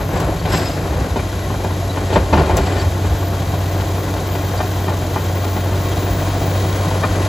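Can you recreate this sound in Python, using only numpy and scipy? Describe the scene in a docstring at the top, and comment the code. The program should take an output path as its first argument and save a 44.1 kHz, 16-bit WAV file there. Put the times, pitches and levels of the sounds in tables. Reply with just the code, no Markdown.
"""A six-cylinder diesel drones and clatters under a high turbo whistle: a crawler dozer at some thirty metres.
It pushes rocky soil along a hillside track, caught by a microphone with two ports.
Tone lines, a repeating pattern and pulsed noise make the engine; shaped noise makes soil, rumble and groan.
Struck modes make rock and steel ring, sinking tones make boulders thump, wavering tones make stones squeal.
Later the track shoes slap in an even series, and a gear whines near the end."""
import sys
import numpy as np
from scipy import signal
from scipy.fft import rfft, irfft, next_fast_len
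from scipy.io import wavfile
from scipy.ndimage import map_coordinates

SR = 44100
rng = np.random.default_rng(int(sys.argv[2]) if len(sys.argv) > 2 else 0)


def bounce(signal):
    """Save signal as a 16-bit WAV file at the path given by the first command-line argument."""
    frames = np.transpose(np.atleast_2d(signal))
    limited = np.clip(frames, -1, 1)
    pcm = np.round(limited * 32767).astype(np.int16)
    wavfile.write(sys.argv[1], SR, pcm)


N = 321048
CYLINDERS = 6
HEAVE_ATTACK_S = 0.019  # shared by the heaves and the groans

# colour of steel grinding on stone, also lent to the valve buzz: freq_hz [Hz], relative_level_db [dB]
GRIND_SPECTRUM = [(110, -32), (165, 1.5), (243, -10), (275, -1), (380, -2.5), (451, -4), (690, -3),
                  (962, -10), (1070, -8.5), (1300, -19), (1440, -15), (2170, -24.5), (2360, -21),
                  (2800, -28), (3640, -59), (6160, -120)]
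# colour of a dry crack: freq_hz [Hz], relative_level_db [dB]
CRACK_SPECTRUM = [(600, -21), (1600, -2), (2700, 3.5), (4300, 0.5), (6500, -13), (12000, -47)]
# modes of the soil-damped blade and track frame: mode_hz [Hz], relative_level_db [dB], t60_s [s]
STEEL_MODES = [(386.2, 5, 0.19), (592, 4, 0.074), (727, 6.5, 0.07), (880, 6, 0.071), (1023, -5, 0.13),
               (1185, -9, 0.16), (1433, -4, 0.18), (1854, -10.5, 0.22), (2037, -8.5, 0.12),
               (2454, -7, 0.095), (3060, -31, 0.1), (3104, -8.5, 0.092)]


def amp(db):
    """Decibels to gain."""
    return 10 ** (np.asarray(db) / 20)


def unit(x):
    """Scale to rms 1."""
    return x / np.sqrt(np.mean(x ** 2) + 1e-20)


def along(points, hz):
    """Interpolate (Hz, value) points on a log frequency axis."""
    f, v = np.transpose(points)
    return np.interp(np.log(hz + 1), np.log(f + 1), v)


def curves(rows):
    """One value per sample for each column after the time."""
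    s, *cols = np.transpose(rows)
    return [np.interp(np.arange(N) / SR, s, c) for c in cols]


def wobble(rate):
    """A smooth random curve with rate knots a second."""
    knots = rng.standard_normal(int(N * rate / SR) + 4)
    return map_coordinates(knots, [np.arange(N) * rate / SR])


def complex_wobble(rate):
    """A random amplitude and phase, for tones that flutter."""
    return wobble(rate) + 1j * wobble(rate)


def filtered(x, response):
    """Pass x through a complex response of frequency."""
    m = next_fast_len(N + SR // 2)
    return irfft(rfft(x, m) * response(np.fft.rfftfreq(m, 1 / SR)), m)[..., :N]


def noise(response, grain_db=0):
    """Stereo noise of rms 1, roughened by grain_db; scattering on the slope makes the treble less alike."""
    # likeness of left and right: freq_hz [Hz], correlation [0 to 1]
    likeness = [(60, .997), (150, .99), (300, .965), (900, .96), (1500, .75), (2800, .78), (3800, .96),
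                (5300, .7), (6700, .96), (8000, .85), (15000, .88)]

    def mid_and_side(hz):
        angle = np.arccos(np.clip(along(likeness, hz), 0, 1)) / 2
        return response(hz) * np.array([np.cos(angle), np.sin(angle)])

    white = rng.standard_normal((2, N))
    if grain_db:
        white = white * amp(grain_db * wobble(1400))
    mid, side = filtered(white, mid_and_side)
    return unit(np.array([mid + side, mid - side]))


def coloured(spectrum, grain_db=0):
    """Stereo noise with a (Hz, dB) spectrum."""
    return noise(lambda hz: amp(along(spectrum, hz)), grain_db)


def swell(start, end, attack, t60):
    """Envelope that rises from the start, holds until the end and dies away."""
    t = np.arange(N) / SR
    return np.clip((t - start) / attack, 0, 1) * amp(-60 * np.clip((t - end) / t60, 0, 3))


def bursts(times, sizes, rise, t60):
    """Envelope of blows that swell and die; their powers add."""
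    t = np.arange(SR // 2) / SR
    index = np.clip(np.asarray(times) * SR, 0, N - 1).astype(int)
    power = np.bincount(index, sizes ** 2, N)
    shape = (1 - np.exp(-t / rise)) * amp(-60 * t / t60)
    return np.sqrt(np.abs(signal.fftconvolve(power, shape ** 2)[:N]))


def ringing(modes, times, levels_db, spots_hz, varied_db):
    """Each blow finds the modes at new tunings and phases, strongest near the pitch of the struck spot."""
    hz, mode_db, t60 = np.transpose(modes)[:, :, None]
    t = np.arange(SR // 4) / SR
    out = np.zeros(N + SR)
    for start, db, spot in zip(times, levels_db, spots_hz):
        strength, detune, phase = rng.standard_normal((3, len(modes), 1))
        # the spot lifts nearby modes by up to 6.5 dB, over 0.17 octaves
        spot_db = 6.5 * np.exp(-(np.log2(hz / spot) / 0.17) ** 2)
        level = amp(mode_db + spot_db + varied_db * strength - 60 * t / t60)
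        partials = level * np.sin(2 * np.pi * (hz * (1 + 0.0191 * detune) * t + phase))
        blow = partials.sum(0) * (1 - np.exp(-t / .0024))
        # the level sets the strength of the first seventieth of a second
        out[round(start * SR):][:len(t)] += amp(db) * blow / np.std(blow[:SR // 70])
    return out[:N]


def exhaust(cycle, level_db, waver_db, firing_waver_db, jitter):
    """A clean firing tone, with weaker lines from the unequal cylinders."""
    # exhaust lines: order [multiples of the six-firing cycle], relative_level_db [dB]
    exhaust_lines = [(3, -17), (4, -15), (6, 1), (7, -13.5), (9, -15.5), (10, -18), (12, -22.5),
                     (13, -21.5), (14, -28), (15, -25.5), (16, -42), (17, -26), (18, -18), (19, -40),
                     (20, -17.5), (22, -23), (24, -21.5), (27, -23.5), (30, -28), (32, -26), (37, -23.5),
                     (40, -24), (42, -29), (44, -19), (45, -28.5), (48, -41), (59, -25), (69, -27.5),
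                     (70, -40), (78, -35)]
    out = np.zeros(N)
    for order, db in exhaust_lines:
        loose_db = firing_waver_db if order == CYLINDERS else waver_db
        phase = order * (cycle + jitter * wobble(12)) + rng.random()
        out += amp(db + loose_db * wobble(7)) * np.sin(2 * np.pi * phase)
    return np.sqrt(2) * amp(level_db) * out


def buzz(cycle, chug_db, order=1024):
    """Valves and gears repeat one pattern every cycle: a comb of faint lines that chugs once a crank turn."""
    pattern = rng.standard_normal(order)
    looped = map_coordinates(pattern, [cycle % 1 * order], mode="grid-wrap")
    chug = amp(chug_db * np.cos(2 * np.pi * 2 * cycle))  # two crank turns a cycle
    return unit(chug * filtered(looped, lambda hz: amp(along(GRIND_SPECTRUM, hz))))


def clatter(cycle, level_db, sharpness, uneven_db, block_db, hiss_db):
    """Each firing raps the resonant block; fan and injectors hiss in the same pulses."""
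    # engine block and cover resonances: centre_hz [Hz], width_hz [Hz], relative_level_db [dB]
    block_modes = [(1040, 106, 2), (1494, 250, 0), (1963, 73, 3.5), (2374, 90, -3), (3180, 82, 0.5),
                   (3866, 180, -2.5), (6270, 110, -8)]
    # hiss colour: freq_hz [Hz], relative_level_db [dB]
    hiss_spectrum = [(600, -28), (1500, -1.5), (2800, 2.5), (4400, 3.5), (5400, 0), (6800, 2.5), (8000, -3),
                     (11000, -4), (13000, -3.5), (16000, -23)]

    def block_response(f):
        total = 0
        for k, (centre, width, db) in enumerate(block_modes):
            resonance = 1j * f * width / (centre * centre - f * f + 1j * f * width)
            total = total + (-1) ** k * amp(db) * resonance
        return total

    firing = cycle * CYLINDERS
    index = firing.astype(int)
    cylinder_db = uneven_db * np.cos(2 * np.pi * index / 3)
    firing_db = cylinder_db + rng.standard_normal(N // 100)[index]  # spread of 1 dB
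    rap = unit(amp(firing_db) * np.exp(-sharpness * (firing % 1)))
    block = noise(block_response)
    return amp(level_db) * rap * (amp(block_db) * block + amp(hiss_db) * coloured(hiss_spectrum))


def turbo(scattered, spread_hz, flutter_db, skirt_db, skirt_hz):
    """The compressor's blade tone: a steady part, a part scattered by hot, moving air, and a skirt of hiss."""
    # turbocharger whistle, rising overall: time_s [s], whistle_hz [Hz]
    turbo_pitch = [(0, 12300), (0.45, 12600), (0.68, 12100), (1, 12850), (1.65, 12295), (2.3, 13000),
                   (2.7, 13490), (3.2, 13900), (3.85, 14380), (4.65, 14290), (5, 14420), (5.5, 14800),
                   (5.9, 14910), (6.45, 15540), (6.7, 15620), (7.28, 16280)]
    # whistle level by pitch, low above 15.7 kHz: whistle_hz [Hz], level_db [dB]
    whistle_level = [(12200, -45.5), (13100, -47.5), (14000, -42.5), (15550, -41.5), (15720, -47),
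                     (15900, -50)]
    hz, = curves(turbo_pitch)
    tone = np.exp(2j * np.pi * np.cumsum(hz) / SR)
    air = 1 + scattered * complex_wobble(spread_hz) + amp(skirt_db) * complex_wobble(skirt_hz)
    level = amp(along(whistle_level, hz) + flutter_db * wobble(13))
    return level * unit(np.real(tone * air))


def work(rolling_db):
    """Levels in dB of ground rumble and grinding: rolling, with the power of each heave on top."""
    # the blade bites into the bank and heaves rock:
    # start_s [s], length_s [s], rumble_db [dB], grinding_db [dB]
    heaves = [(-.03, 0.031, -21, -21.5), (0.093, 0.2, -24, -22), (0.463, 0.17, -23.5, -21.5),
              (0.75, 0.1, -29, -25.5), (0.878, 0.17, -20.5, -24.5), (1.487, 0.049, -26, -30),
              (2.101, 0.089, -20, -21), (2.314, 0.096, -19, -17), (2.477, 0.11, -18.5, -22),
              (2.655, 0.088, -29, -24), (3.022, 0.095, -23, -39), (6.09, 0.045, -25, -40),
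              (6.4, 0.058, -37, -35), (7.068, 0.055, -28, -39)]
    rumble = amp(-25.5 - .5 * np.arange(N) / SR) ** 2  # drifts down half a dB a second
    grind = amp(rolling_db) ** 2
    for s, length, rumble_db, grind_db in heaves:
        push = swell(s, s + length, HEAVE_ATTACK_S, t60=0.49)
        rumble = rumble + (amp(rumble_db) * push) ** 2
        grind = grind + (amp(grind_db) * push) ** 2
    return 10 * np.log10(rumble), 10 * np.log10(grind)


def ground_rumble(level_db):
    """The ground shakes under the rolling tracks: low, shaped noise."""
    # rumble colour: freq_hz [Hz], relative_level_db [dB]
    rumble_spectrum = [(15, -26), (30, -24), (44, -3), (56, 2.5), (72, -0.5), (110, -3), (180, -9.5),
                       (250, -16), (500, -58), (1000, -90)]
    return amp(level_db) * coloured(rumble_spectrum)


def blade_groan():
    """The blade groans as it drags over rock, and again once it is full: a narrow band of low noise."""
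    # groans: start_s [s], end_s [s], level_db [dB]
    groans = [(0, .91, -27.5), (6.076, 7.28, -32.5)]
    # groaning blade's colour: freq_hz [Hz], relative_level_db [dB]
    blade_spectrum = [(100, -31), (150, 3.5), (172, 5.5), (200, -36), (300, -58)]
    envelope = sum(amp(db) * swell(s, end, HEAVE_ATTACK_S, t60=1.9) for s, end, db in groans)
    return envelope * coloured(blade_spectrum)


def tracks(level_db, scatter_db, t60, bed_db, shoes_db, count=330):
    """Steel shoes and rollers crunch over stones in many small, uneven blows, over a grinding bed."""
    chance = rng.random((count, 2))
    times = (np.arange(count) + 2 * chance[:, 0]) / count * N / SR
    blows = unit(bursts(times, amp(scatter_db * chance[:, 1]), rise=0.00082, t60=t60))
    bed = amp(bed_db) * coloured(GRIND_SPECTRUM)
    shoes = amp(shoes_db) * blows * coloured(GRIND_SPECTRUM)
    return amp(level_db) * (bed + shoes)


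def scraping(rough, grit_db, chatter_db):
    """Gravel slides over the blade, and single stones stick and slip into brief, ragged squeals."""
    # gravel runs over the blade: peak_s [s], level_db [dB], rise_s [s], t60_s [s]
    slides = [(.2, -33, .1, 0.28), (.55, -25, 0.069, 0.42), (.66, -33.5, 0.29, 0.98),
              (2.15, -34, 0.13, 0.18), (2.39, -42, .06, 0.94), (2.68, -34, 0.15, 0.81),
              (2.82, -33, 0.11, 0.16)]
    # stones squealing on steel: start_s [s], pitch_hz [Hz], level_db [dB], length_s [s]
    squeals = [(.385, 4500, -37, .025), (.45, 2400, -33, .025), (.645, 5040, -31, .045),
               (.7, 5030, -37, .03), (1.185, 2430, -36, .03), (1.635, 7090, -38, .03),
               (1.89, 3950, -29.5, .028), (2.38, 4600, -33, .025), (2.78, 4550, -32.5, .04),
               (2.815, 5300, -37, .025), (3.03, 2420, -38, .03), (4.572, 4760, -32, .02),
               (5.915, 3260, -31, .025), (7.16, 6550, -38, .015)]
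    # scrape noise colour, strong from 1.5 to 8 kHz; the band near 10 kHz is left quiet: # freq_hz [Hz],
    # relative_level_db [dB]
    scrape_spectrum = [(600, -11), (1500, 21), (3000, 14), (4800, 14.5), (6500, 4.5), (7800, 16.5),
                       (10000, -80), (16000, -13)]
    t = np.arange(N) / SR
    flow = amp(-49) ** 2  # power of the soil always spilling off the blade
    for s, db, rise, t60 in slides:
        flow = flow + (amp(db) * swell(s - rise, s, rise, t60)) ** 2
    out = np.sqrt(flow) * amp(grit_db * wobble(150)) * coloured(scrape_spectrum, grain_db=1)
    for s, hz, db, length in squeals:
        stroke = np.sqrt(np.abs(np.sin(np.pi * np.clip((t - s) / length, 0, 1))))
        pitch = hz * (1 + rough * wobble(900))
        grip = unit(amp(chatter_db * wobble(260)))
        out = out + amp(db) * stroke * grip * np.sin(2 * np.pi * np.cumsum(pitch) / SR)
    return out


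def knocks(ring_db, grit_db, slope_db):
    """A rock or shoe crushes against the steel, rings it and thuds into the ground; the slope answers."""
    # knocks of rocks and track shoes on the machine; thud and crack are relative to the level:
    # start_s [s], level_db [dB], thud_db [dB], crack_db [dB], struck_spot_hz [Hz]
    machine_knocks = [(0.162, -21.5, 11, -17, 980), (0.2, -22, -1, -9, 800), (0.451, -20, 6, -7, 640),
                      (0.535, -17.5, 5, -8, 653), (0.931, -27, 12, -15, 820), (1.035, -28, 2, -17, 580),
                      (1.158, -18, -3, -15, 556), (1.189, -24, 10, -15, 740), (1.499, -22.5, 3, -12, 1100),
                      (1.643, -19, -2, -21, 750), (1.704, -26, 5, -16, 740), (1.969, -20, 0, -15, 686),
                      (2.1, -23, -5, -15, 850), (2.128, -19, 0, -4, 940), (2.157, -10.5, 6.5, -15, 880),
                      (2.195, -32, -3, -16, 700), (2.328, -10, -6, -12.5, 845), (2.348, -22, -3, -23, 390),
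                      (2.372, -15, -2, -9, 621), (2.394, -19.5, 3, -9, 740), (2.441, -21.5, 7, -10, 785),
                      (2.495, -16, -6, -26, 900), (2.518, -23, -3, -18, 390), (2.572, -17, -8, -8, 590),
                      (2.665, -23, 4, -7, 687), (2.756, -19.5, 0, -10, 640), (3.044, -25, 17.5, -18, 520),
                      (3.321, -28, -4, -16, 695), (3.537, -25, 0, -11, 624), (3.797, -23.5, -5, -8.5, 690),
                      (4.078, -28, -1, -16, 552), (4.164, -24.5, -3, -19, 790), (4.349, -22.5, 8, -12, 609),
                      (5.359, -25, -5, -10, 680), (5.564, -23, -1, -16, 1000), (6.26, -32, -3, -22, 560.6),
                      (6.794, -32, -6, -11, 692), (6.866, -27, 0, -15, 588), (6.91, -22, -5, -16, 890),
                      (7.036, -18, -2, -14, 1207)]
    # colours of the crushing and of the ground's thud: freq_hz [Hz], relative_level_db [dB]
    crush_spectrum = [(60, -34), (200, 5.5), (350, 1), (500, 0.5), (720, 0.5), (1050, -0.5), (1280, -13.5),
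                      (1500, -11), (2100, -23), (4000, -24), (9000, -50)]
    thud_spectrum = [(20, -38), (45, -18), (74, 6.5), (110, -1), (165, 3), (280, -18), (700, -61)]
    s, db, thud_db, crack_db, spot_hz = np.transpose(list(machine_knocks) + slaps())
    ring = ringing(STEEL_MODES, s, db + ring_db, spot_hz, varied_db=0.5)
    crunch = bursts(s, amp(db), rise=.0025, t60=.1)
    grit = amp(grit_db) * crunch * coloured(crush_spectrum, grain_db=4.0)
    thud = bursts(s, amp(db + thud_db), rise=0.0046, t60=0.079) * coloured(thud_spectrum)
    crack = bursts(s, amp(db + crack_db), rise=.004, t60=.15) * coloured(CRACK_SPECTRUM, grain_db=5)
    slope = bursts(s, amp(db + slope_db), rise=0.03, t60=0.37) * coloured(crush_spectrum)
    return ring + grit + thud + crack + slope


def snaps():
    """A stone splitting under the tracks gives one short, bright crack."""
    # splitting stones: start_s [s], level_db [dB]
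    splits = [(.201, -28), (1.636, -33), (2.568, -18.5), (2.575, -29), (6.396, -35)]
    # splitting colour: freq_hz [Hz], relative_level_db [dB]
    split_spectrum = [(1200, -20), (2600, -2), (4400, -2), (5500, 1), (5850, 10), (6250, 3), (6900, 0),
                      (7400, 9), (8100, -3), (11000, -1), (15000, -4)]
    s, db = np.transpose(splits)
    return bursts(s, amp(db), rise=0.00035, t60=0.057) * coloured(split_spectrum)


def screeches(width, chatter_db, waver):
    """A stone dragged along the blade's edge sticks and slips, so each mode swells and sinks on its own."""
    # drags: start_s [s], length_s [s], level_db [dB], brightness [dB per octave], pitch [ratio]
    drags = [(0.47, .04, -36.5, -3, 1.03), (0.515, 0.055, -30, 0, 1.005), (.595, 0.025, -41, 3, 1),
             (0.647, 0.031, -37, -3, .985), (.7, 0.043, -41, -2, .995)]
    # the edge's high modes: mode_hz [Hz], relative_level_db [dB]
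    edge_modes = [(2686, -3), (3725, -5), (3978, -7), (4890, -4), (5060, 0), (5303, -1), (6300, -7),
                  (7542, -3), (8285, -1), (11396, -5), (14720, -9)]
    strokes = [swell(s, s + length, .014, t60=0.24) ** 2 for s, length, *_ in drags]
    bend, = curves([(s + length / 2, ratio) for s, length, _, _, ratio in drags])
    clock = np.cumsum(bend + waver * wobble(44.7)) / SR  # the pitch wavers with the contact
    out = np.zeros(N)
    for hz, mode_db in edge_modes:
        drive = np.zeros(N)
        for (_, _, db, bright, _), stroke in zip(drags, strokes):
            drive += amp(db + bright * np.log2(hz / 5000)) ** 2 * stroke
        ring = np.real(complex_wobble(width * hz) * np.exp(2j * np.pi * hz * clock))
        out += amp(mode_db) * np.sqrt(drive) * ring
    return out * amp(chatter_db * wobble(260)) / np.linalg.norm([amp(db) for _, db in edge_modes])


def clanks():
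    """A track link drops onto its roller, ringing bare steel; slapping shoes ring their links too."""
    # dropping links: start_s [s], level_db [dB], struck_spot_hz [Hz]
    link_drops = [(.54, -27, 1795), (1.191, -30, 2390), (2.158, -19, 1066), (2.333, -26, 2390),
                  (2.378, -29, 1545), (7.033, -20.5, 1795), (7.039, -22.5, 1210)]
    # the link's modes: mode_hz [Hz], relative_level_db [dB], t60_s [s]
    link_modes = [(610, 4, .07), (820, -3, .05), (1066, -4, .06), (1210, -2, .07), (1545, -7, .07),
                  (1795, -6.5, .07), (2390, -8, .08), (3690, -13, .06)]
    # each slap rings its link 5 dB below the slap, strongest near 1350 Hz
    slapped_links = [(s, db - 5, 1350) for s, db, *_ in slaps()]
    s, db, spot_hz = np.transpose(list(link_drops) + slapped_links)
    return ringing(link_modes, s, db, spot_hz, varied_db=0)


def thumps():
    """The soil gives under a boulder and swings back for a few cycles, sinking in pitch."""
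    # boulders rolling over and dropping: start_s [s], peak_db [dB], settled_pitch_hz [Hz]
    boulders = [(.54, -19, 163), (.905, -15, 68), (.955, -10.5, 74), (1.03, -16, 78), (1.105, -17, 65),
                (2.156, -19, 158), (2.176, -11, 66), (2.334, -4, 76.4), (2.375, -11.5, 152.3),
                (2.41, -10, 71), (2.525, -14, 66), (2.601, -11, 68), (2.859, -8, 78), (3.05, -17, 70),
                (3.114, -14, 68), (3.485, -18, 66.4)]
    rise_s, sag = .014, 0.22  # time to the peak; share by which the pitch starts high
    t = np.arange(SR // 4) / SR
    age = t / rise_s
    out = np.zeros(N + SR)
    for s, db, hz in boulders:
        turns = np.cumsum(hz * (1 + sag * np.exp(-age))) / SR
        swing = np.sin(2 * np.pi * (turns + rng.random()))
        out[round(s * SR):][:len(t)] += amp(db) * age * np.exp(1 - age) * swing
    return out[:N]


def tumble(tick_db, count=44):
    """Loose rocks off the heaved pile strike the blade at random spots, each with a dry tick."""
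    start_s, end_s, level_db, spread_db = 2.34, 2.84, -32, 4
    chance = rng.random((count, 3))
    s = start_s + (end_s - start_s) * (np.arange(count) + chance[:, 0]) / count
    db = level_db + spread_db * (2 * chance[:, 1] - 1)
    spot_hz = 600 * 4 ** chance[:, 2]
    ticks = bursts(s, amp(db + tick_db), rise=.0005, t60=0.023) * coloured(CRACK_SPECTRUM, grain_db=4)
    return ringing(STEEL_MODES, s, db, spot_hz, varied_db=5) + ticks


def slaps():
    """Evenly spaced blows of the track shoes, as rows like those of the knocks."""
    # each slap in turn: level_db [dB]
    slap_levels = [-18.3, -19.5, -20.5, -29, -26]
    start_s, period_s = 4.601, .279
    thud_db, crack_db, spot_hz = -7, -21, 880  # thud and crack against the slap
    return [(start_s + k * period_s, db, thud_db, crack_db, spot_hz) for k, db in enumerate(slap_levels)]


def rattles(grit_db, count=6):
    """Slack pins and caught pebbles chatter around each slap of the shoes."""
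    lead_s, trail_s = .016, .05  # window around the slap
    below_db, spread_db = -12, 3  # level against the slap
    s, db = np.repeat([row[:2] for row in slaps()], count, axis=0).T
    chance = rng.random((len(s), 3))
    place = (np.arange(len(s)) % count + chance[:, 0]) / count
    s = s - lead_s + (lead_s + trail_s) * place
    db = db + below_db + spread_db * (2 * chance[:, 1] - 1)
    spot_hz = 700 * 2 ** chance[:, 2]
    grit = bursts(s, amp(db + grit_db), rise=.001, t60=0.035) * coloured(CRACK_SPECTRUM, grain_db=0.5)
    return ringing(STEEL_MODES, s, db, spot_hz, varied_db=3.5) + grit


def gear(cycle, waver_db):
    """Meshing drive teeth whine late on, at 66 times the engine's cycle."""
    level = amp(-39.5 + waver_db * wobble(8)) * swell(6.1, N / SR, attack=0.36, t60=1)
    return level * np.sqrt(2) * np.sin(2 * np.pi * 66 * cycle)


def scene():
    """One cycle times the engine; heaves lift rumble and grinding; grinding also follows the clatter level."""
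    # engine speed, sagging when the blade meets rock: time_s [s], firing_rate_hz [Hz]
    engine_speed = [(0, 94.1), (1.1, 94.26), (2.45, 91.7), (2.85, 92.9), (3.55, 92.8), (4.05, 93.8),
                    (4.75, 94.5), (5.15, 91.44), (5.45, 93.43), (5.8, 92.9), (6.45, 96.18), (7.28, 95)]
    # the engine takes up the load: time_s [s], exhaust_db [dB], clatter_db [dB]
    engine_load = [(0, -26.5, -44), (1.25, -28, -43), (2.1, -21, -42.5), (4.6, -22.5, -41.5),
                   (5.5, -21, -41.5), (7.28, -20, -38.5)]
    firing_hz, = curves(engine_speed)
    exhaust_db, clatter_db = curves(engine_load)
    rumble_db, grind_db = work(rolling_db=clatter_db + 16)
    cycle = np.cumsum(firing_hz) / SR / CYLINDERS
    engine = exhaust(cycle, exhaust_db, waver_db=3.0, firing_waver_db=0.76, jitter=0.0019)
    engine = engine + amp(exhaust_db - 16) * buzz(cycle, chug_db=-0.5)
    engine = engine + clatter(cycle, clatter_db, sharpness=0.13, uneven_db=-0.5, block_db=4.5, hiss_db=6)
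    engine = engine + turbo(scattered=0.6, spread_hz=160, flutter_db=2, skirt_db=-5, skirt_hz=900)
    engine = engine + gear(cycle, waver_db=2.5)
    ground = ground_rumble(rumble_db) + blade_groan() + thumps()
    ground = ground + tracks(grind_db, scatter_db=10.5, t60=0.11, bed_db=-2.5, shoes_db=-5.5)
    blows = knocks(ring_db=-3.5, grit_db=4.0, slope_db=-16) + snaps() + clanks()
    blows = blows + tumble(tick_db=-2.5) + rattles(grit_db=-9.5)
    stones = scraping(rough=.014, grit_db=1.8, chatter_db=2.5)
    stones = stones + screeches(width=.014, chatter_db=2.5, waver=.004)
    return engine + ground + blows + stones


def record(dry):
    """Two microphone ports differ in level and phase; deep bass is cut, peaks rounded, the top band-limited."""
    # left port against right: freq_hz [Hz], left_minus_right_db [dB]
    port_tilt = [(200, 0), (400, 1), (500, 3.5), (620, .5), (1000, 1.3), (1300, 8), (1530, 2.5),
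                 (1700, 7.5), (1950, 3.6), (2120, 7), (2350, 2.4), (2850, 6), (3200, .5), (4000, 0)]
    # phase by which the left port leads: freq_hz [Hz], lead_rad [radians]
    port_lead = [(200, 0), (400, .25), (600, -.1), (1200, .7), (1400, 0), (2000, .7), (2300, -.3),
                 (4500, 0), (5500, -.5), (7400, 0), (9000, -np.pi), (10500, -2 * np.pi),
                 (11600, -2 * np.pi), (13200, -3 * np.pi), (15100, -4 * np.pi)]
    half = np.array([[.5], [-.5]])  # each port takes half of the difference

    def ports(hz):
        return amp(half * along(port_tilt, hz)) * np.exp(1j * half * along(port_lead, hz))

    bass_cut = signal.butter(N=2, Wn=30, btype="high", fs=SR, output="sos")
    heard = signal.sosfilt(bass_cut, filtered(dry, ports))
    ceiling, top_hz = .95, 16020
    rounded = heard / (1 + np.abs(heard / ceiling) ** 8) ** (1 / 8)
    return filtered(rounded, lambda hz: hz < top_hz)


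dry = scene()
out = record(dry)
bounce(out)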